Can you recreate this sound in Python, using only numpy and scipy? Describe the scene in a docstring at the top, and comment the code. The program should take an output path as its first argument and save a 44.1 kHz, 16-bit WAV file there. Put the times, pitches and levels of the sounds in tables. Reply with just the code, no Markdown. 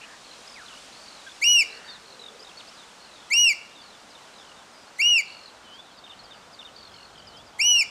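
"""An oystercatcher on a stony shore

The bird pipes four times: each note slides up, flips into a higher register (a higher way of singing),
arches and drops back, and the banks scatter it as an echo. Far-off songbirds whistle and trill in almost
pure tones. Behind them, noise makes the wash of water and a light breeze that buffets the microphone,
most of all at the end."""
import sys
import numpy as np
from scipy import signal
from scipy.fft import rfft, irfft
from scipy.io import wavfile
from scipy.ndimage import uniform_filter1d

SR = 44100
rng = np.random.default_rng(int(sys.argv[2]) if len(sys.argv) > 2 else 0)


def inscribe(sig):
    """Save sig as 16-bit PCM at rate SR to the path in sys.argv[1].

    A 1-D sig is mono; a 2-D sig holds one channel per row.
    Samples are clipped to [-1, 1] before scaling.
    """
    pcm = np.round(np.clip(np.atleast_2d(sig).T, -1, 1) * 32767)
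    wavfile.write(sys.argv[1], SR, pcm.astype(np.int16))


N = 348377
T = np.arange(N) / SR

# tone colour of the water and distant air: (frequency [Hz], relative level [dB])
WATER_COLOUR = [(15, -53), (33, -23), (60, -9.5), (115, -12.5), (165, -6), (230, -3.5), (370, -5.5),
                (650, -1), (1400, -2.5), (1950, -9.5), (4500, -13), (8500, -21), (10500, -31), (15500, -38)]
# strength of the breeze: (time [s], hiss [dB], buffeting [dB])
BREEZE_LEVELS = [(0, -51, -93), (.7, -50.5, -97), (3, -54.5, -77), (4.3, -56.5, -85), (5.7, -61, -73.5),
                 (6.7, -65.5, -68.5), (7.2, -63, -62.5)]
# tone colours of that hiss and buffeting: (frequency [Hz], relative level [dB])
HISS_COLOUR = [(1200, -5.5), (2500, 1), (4500, 0.5), (7000, -3), (9000, -7.5), (11000, -17.5), (15000, -36)]
BUFFET_COLOUR = [(15, -25), (45, -3.5), (100, 0.5), (200, -9), (600, -54), (3000, -90)]
# tone colour of the shore's echo: (frequency [Hz], relative level [dB])
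ECHO_COLOUR = [(2350, 1), (2900, 1), (4000, 7.5), (4750, 5.5), (5700, -7), (7200, -2), (12000, -4)]
# very distant calls: (start [s], length [s], pitch [Hz], blur width [Hz], level [dB])
DISTANT_CALLS = [(0, 0.062, 2650, 405, -48), (0, .2, 1743, 356, -55.5), (.58, 0.21, 1352, 296, -54.5),
                 (1.62, 0.22, 461, 92.6, -57.5), (1.66, 0.37, 1694, 402, -53),
                 (1.96, 0.58, 470, 110.3, -58), (7.5, 0.41, 851, 215.7, -56)]
# songbirds' single notes and trills:
# (start [s], length [s], first pitch [Hz], middle pitch [Hz], last pitch [Hz], level [dB])
SONG_NOTES = [(0.55, 0.089, 2710, 1763, 1280, -48.5), (1.263, 0.029, 1600, 1606, 1480, -44),
              (1.838, 0.14, 4420, 4520, 3240, -49.5), (1.867, 0.078, 3890, 3600, 3560, -49.5),
              (2.393, .018, 4600, 4870, 5300, -47.5), (2.425, 0.012, 4840, 5040, 5300, -47),
              (2.571, 0.016, 4280, 4500, 4600, -44.5), (2.595, .02, 3940, 3460, 2270, -46),
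              (2.672, 0.029, 4270, 4900, 5600, -50), (2.74, 0.11, 5460, 3830, 3550, -55.5),
              (3.747, 0.078, 3900, 3580, 3490, -53), (4.395, 0.03, 3680, 3480, 3380, -51),
              (6.189, .021, 4530, 4300, 4060, -49.5), (7.743, 0.045, 3940, 4170, 4500, -44)]
SONG_TRILLS = [(.237, .12, 4360, 4140, 3950, -53.5), (0.467, 0.1, 5100, 5000, 4850, -51),
               (0.653, 0.13, 4300, 2880, 3020, -51), (0.918, .31, 3970, 4600, 3580, -53.5),
               (1.264, .065, 3180, 3570, 3220, -50.5), (1.695, 0.088, 4080, 4230, 4370, -50),
               (2.05, 0.1, 4310, 4260, 3960, -53), (2.187, .12, 3870, 3730, 3410, -47.5),
               (2.44, .08, 3500, 3700, 2670, -52), (2.994, 0.36, 4400, 3750, 2760, -58),
               (3.808, .17, 4440, 4140, 3280, -56), (4.33, 0.2, 4300, 3320, 2744, -56.5),
               (5.249, 0.25, 4450, 4274, 4190, -51.5), (6.755, .14, 4680, 4460, 4200, -51.5),
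               (6.819, 0.24, 3770, 3200, 2600, -57.5), (6.933, 0.14, 4300, 4240, 4370, -54.5),
               (7.148, 0.12, 3150, 3080, 3230, -54.5)]
# songbirds' thin falling slurs, long upward scoops and two-part chips: (start [s], level [dB])
SONG_SLURS = [(4.1, -55), (5.967, -53), (6.235, -51.5), (6.526, -51), (7.175, -53.5), (7.269, -49.5),
              (7.368, -52.5), (7.465, -57.5)]
SONG_SCOOPS = [(5.636, -50), (7.25, -55)]
SONG_CHIPS = [(4.15, -51), (6.038, -48), (6.094, -45.5), (6.306, -47.5), (6.589, -43), (6.648, -46.5)]
# how the oystercatcher's throat and bill shape its overtones: (frequency [Hz], relative level [dB])
THROAT_COLOUR = [(5500, -24), (6500, -15), (7250, -8), (7700, -14), (8300, -18.5), (9000, -28), (9800, -27),
                 (11700, -30.5), (13000, -39), (14600, -34), (15500, -61)]
# its notes; the crest is the top of the arch, and the last four columns set the high register:
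# (start [s], flip up [s], crest [s], flip down [s], end [s], crest pitch [Hz], sag before the crest
#  [share of crest pitch], base tone [dB], octave [dB], bloom [dB], overtone boost [dB])
PIPING_NOTES = [(1.411, 1.442, 1.508, 1.611, 1.636, 2933, .079, -17.5, -21, 3, 1),
                (3.299, 3.335, 3.407, 3.494, 3.535, 2903, .088, -18.7, -20, 4.5, 1.2),
                (4.983, 5.018, 5.095, 5.182, 5.215, 2915, .074, -17.5, -28.4, 1.5, -4.5),
                (7.586, 7.615, 7.688, 7.811, 7.836, 2960, .102, -21.3, -19.5, 5, 0)]


def undb(db):
    """Turn decibels into a number to multiply a sound by."""
    return 10 ** (np.asarray(db) / 20)


def unit(x):
    """Scale a sound to an average strength (rms) of 1."""
    return x / np.sqrt(np.mean(x ** 2))


def curves(table, t):
    """Join the values in each column of a table by straight lines in time."""
    times, *columns = np.transpose(table)
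    return [np.interp(t, times, column) for column in columns]


def colour(points, hz):
    """How strongly a tone colour lets the given frequencies through."""
    frequencies, db = np.transpose(points)
    return undb(np.interp(np.log(hz + 1), np.log(frequencies), db))


def shaped(x, points):
    """Give a sound a tone colour."""
    return irfft(rfft(x) * colour(points, np.fft.rfftfreq(len(x), 1 / SR)), len(x))


def noise(points):
    """Noise of strength 1 with a given tone colour."""
    return unit(shaped(rng.standard_normal(N), points))


def walk(rate, size=N):
    """A smooth random wobble of size near 1, with about `rate` turns a second."""
    hold = max(int(SR / rate), 1)
    steps = np.repeat(rng.standard_normal(size // hold + 2), hold)
    return 1.3 * uniform_filter1d(uniform_filter1d(steps, hold), hold)[:size]


def phase_of(hz):
    """How far a wave has turned, in radians, as its pitch moves."""
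    return 2 * np.pi * np.cumsum(hz) / SR


def add(out, start, x):
    """Mix a sound in at a start time in seconds."""
    i = max(int(start * SR), 0)
    out[i:i + len(x)] += x[:len(out) - i]


def water(level_db=-50.5, swell_db=0.7):
    """The wash of water: noise in octave-wide bands that each swell a little on their own."""
    spectrum = rfft(noise(WATER_COLOUR))
    octave = np.log2(np.clip(np.fft.rfftfreq(N, 1 / SR), 32, 16384))
    wash = np.zeros(N)
    for centre in range(5, 15):
        band = irfft(spectrum * np.maximum(1 - np.abs(octave - centre), 0), N)
        wash += band * undb(-swell_db * walk(7.9))
    return undb(level_db) * wash


def breeze():
    """Wind makes ripples and stalks hiss, and rumbles as it buffets the microphone."""
    hiss_db, buffet_db = curves(BREEZE_LEVELS, T)
    hiss = noise(HISS_COLOUR) * undb(hiss_db + walk(5.73))
    buffet = noise(BUFFET_COLOUR) * undb(buffet_db + 2 * walk(11))
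    return hiss + buffet


def bank_echo(x, stones_db, bank_db, stones_s, bank_s):
    """Quick scatter from stones and a faint tail from the far bank; each fades 60 dB in its given time."""
    t = T[:SR]
    stones, bank = rng.standard_normal((2, SR))
    stones = shaped(stones, ECHO_COLOUR) * undb(-60 * t / stones_s) * (1 - np.exp(-t / 0.0022))
    bank = shaped(bank, ECHO_COLOUR) * undb(-60 * t / bank_s) * (1 - np.exp(-t / 0.024))
    response = (undb(stones_db) * unit(stones) + undb(bank_db) * unit(bank)) / np.sqrt(SR)
    return signal.fftconvolve(x, response)[:N]


def distant_calls():
    """Calls from across the water, blurred by echo into soft, narrow bands of noise."""
    out = np.zeros(N)
    for start, length, hz, width_hz, db in DISTANT_CALLS:
        size = int(length * SR)
        blur = walk(2 * width_hz, size) + 1j * walk(2 * width_hz, size)
        call = np.real(blur * np.exp(1j * phase_of(np.full(size, hz))))
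        add(out, start, undb(db) * unit(call * signal.windows.tukey(size, .5)))
    return out


def glide(length, pitches, edges=0.26):
    """A pitch curve through the given pitches, and a fade in and out to go with it."""
    progress = np.linspace(0, 1, int(length * SR))
    bend = np.polyfit(np.linspace(0, 1, len(pitches)), pitches, len(pitches) - 1)
    return np.polyval(bend, progress), signal.windows.tukey(len(progress), edges)


def note(length, pitches, waver=.013, flutter_db=5.5):
    """One almost pure note, unsteady in pitch and loudness."""
    hz, fade = glide(length, pitches)
    hz *= 1 + waver * walk(450, len(hz))
    flutter = undb(flutter_db * walk(53, len(hz)))
    return unit(fade * flutter * np.sin(phase_of(hz)))


def trill(length, pitches, pips_per_s, sweep=0.14, waver=0.028):
    """An even run of quick pips, each flicking downward."""
    hz, fade = glide(length, pitches, edges=0.084)
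    cycle = pips_per_s * np.arange(len(hz)) / SR % 1
    pips = np.sin(np.pi * cycle) ** 6 * undb(2 * walk(26.5, len(hz)))
    hz *= 1 + sweep * (.5 - cycle) + waver * walk(500, len(hz))
    return unit(fade * pips * np.sin(phase_of(hz)))


def twitter(count=90, db=-62, centre_hz=3800, spread=0.31, droop=0.14, length_s=0.055, waver=0.025):
    """The faintest birdsong: a scatter of short, rough, mostly falling chirps."""
    out = np.zeros(N)
    for k, (when, pitch, bend, slope, span, loud) in enumerate(rng.uniform(-1, 1, (count, 6))):
        fall = droop * (.5 + slope)
        pitches = centre_hz * np.exp(spread * pitch + np.array([fall, droop * bend / 2, -fall]))
        hz, fade = glide(length_s * 2 ** span, pitches)
        hz *= 1 + waver * walk(500, len(hz))
        start = (k + .5 + when / 2) / count * N / SR
        add(out, start, undb(db + 2 * loud) * unit(fade * np.sin(phase_of(hz))))
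    return out


def trills():
    """Far songbirds trill, all at one pace and mostly falling in pitch."""
    out = np.zeros(N)
    for start, length, *pitches, db in SONG_TRILLS:
        add(out, start, undb(db) * trill(length, pitches, pips_per_s=45))
    return out


def whistles():
    """Far songbirds whistle single notes, repeated slurs and long scoops."""
    out = np.zeros(N)
    for start, length, *pitches, db in SONG_NOTES:
        add(out, start, undb(db) * note(length, pitches))
    for start, db in SONG_SLURS:
        add(out, start, undb(db) * note(length=.027, pitches=(5300, 4800, 4450)))
    for start, db in SONG_SCOOPS:
        add(out, start, undb(db) * note(length=.185, pitches=(3125, 3050, 3720), waver=.0072))
    return out


def chips(note_s=.022, burr_db=-6.5):
    """A far bird's two-part call: a short note breaks into a lower, softer burr."""
    out = np.zeros(N)
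    for start, db in SONG_CHIPS:
        add(out, start, undb(db) * note(note_s, pitches=(3630, 3624, 3460)))
        burr = trill(length=.0303, pitches=(3066, 2940, 2890), pips_per_s=77)
        add(out, start + note_s, undb(db + burr_db) * burr)
    return out


def registers(stage, low, high, flip_s=0.0033):
    """The voice flips quickly from `low` to `high` at stage 1 of a note, and back at stage 3."""
    return uniform_filter1d(np.where(np.abs(stage - 2) > 1, low, high), int(flip_s * SR))


def pipe_pitch(stage, sag_before, sag_after=.11, end_pitch=.58, flip_pitch=.83):
    """Pitch as a share of the crest pitch: a slide in, a round arch up high, a slide out."""
    rising, from_crest = stage < 2, np.abs(stage - 2)
    slide = end_pitch + (flip_pitch - end_pitch) * (2 - from_crest) ** np.where(rising, .51, .3)
    arch = 1 - np.where(rising, sag_before, sag_after) * from_crest ** 1.85
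    return registers(stage, slide, arch)


def pipe_levels(stage, pitch, base_db, octave_db, bloom_db, boost_db):
    """Levels of the base tone and its octave, and the overtone boost, through one note."""
    from_crest = np.abs(stage - 2)
    # just under the crest the tone blooms: the base tone gains, mostly going down, and the octave loses
    bloom = bloom_db * np.exp(-((1 - pitch - .052) / .027) ** 2)
    high_base_db = base_db + bloom * np.where(stage < 2, .25, 1) - 3 * from_crest ** 4
    return (registers(stage, low=-20, high=high_base_db),
            registers(stage, low=-29 - 9 * (from_crest - 1), high=octave_db - 1.75 * bloom),
            registers(stage, low=2, high=boost_db))


def pipe(times, crest_hz, sag_before, levels, rise=0.8, fall=0.59, strain_db=-0.5):
    """One piping note: a clean stack of harmonics, slightly hoarser in the low register."""
    t = np.arange(times[0], times[-1], 1 / SR)
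    stage = np.interp(t, times, np.arange(len(times)))  # 0 start, 1 flip up, 2 crest, 3 flip down, 4 end
    low = np.abs(stage - 2) > 1
    quiver = np.where(low, .004, .0009) * walk(1100, len(t))
    wander = .002 * walk(70, len(t))
    pitch = pipe_pitch(stage, sag_before)
    hz = crest_hz * pitch * (1 + quiver + wander)
    phase = phase_of(hz)
    base_db, octave_db, boost_db = pipe_levels(stage, pitch, *levels)
    swell = np.sin(np.pi / 2 * np.clip(stage / rise, 0, 1)) ** 2
    swell *= np.clip((stage[-1] - stage) / fall, 0, 1)
    # the level dips slightly as pressure builds before the flip up
    swell *= undb(strain_db * np.exp(-((stage - .85) / .17) ** 2))
    voice = swell * (undb(base_db) * np.sin(phase) + undb(octave_db) * np.cos(2 * phase))
    # the overtones grow with the octave and come in early: the bird's membranes start with a buzz
    brightness = swell ** .27 * undb(boost_db + base_db + .52 * (octave_db - base_db + 2.5))
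    for harmonic in range(3, 8):
        flutter = undb(2.2 * walk(269, len(t)))
        voice += brightness * flutter * colour(THROAT_COLOUR, harmonic * hz) * np.sin(harmonic * phase)
    return np.sqrt(2) * voice


def oystercatcher():
    """The near bird pipes four times, its voice made by vibrating membranes."""
    out = np.zeros(N)
    for start, up, crest, down, end, crest_hz, sag_before, *levels in PIPING_NOTES:
        add(out, start, pipe((start, up, crest, down, end), crest_hz, sag_before, levels))
    return out


def scene():
    """Mix the birds, their echoes, the water and the breeze into one channel."""
    piping = oystercatcher()
    song = whistles() + chips() + trills() + twitter()
    piping_echo = bank_echo(piping, stones_db=-15, bank_db=-23, stones_s=0.25, bank_s=0.63)
    song_echo = bank_echo(song, stones_db=-15, bank_db=-25, stones_s=0.15, bank_s=1.0)
    background = distant_calls() + water() + breeze()
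    return (background + song + song_echo + piping + piping_echo)[None]


def record(dry):
    """A steep filter cuts the highest treble, above 15300 Hz."""
    return signal.sosfilt(signal.ellip(10, .1, 80, 15300, fs=SR, output="sos"), dry)


dry = scene()
out = record(dry)
inscribe(out)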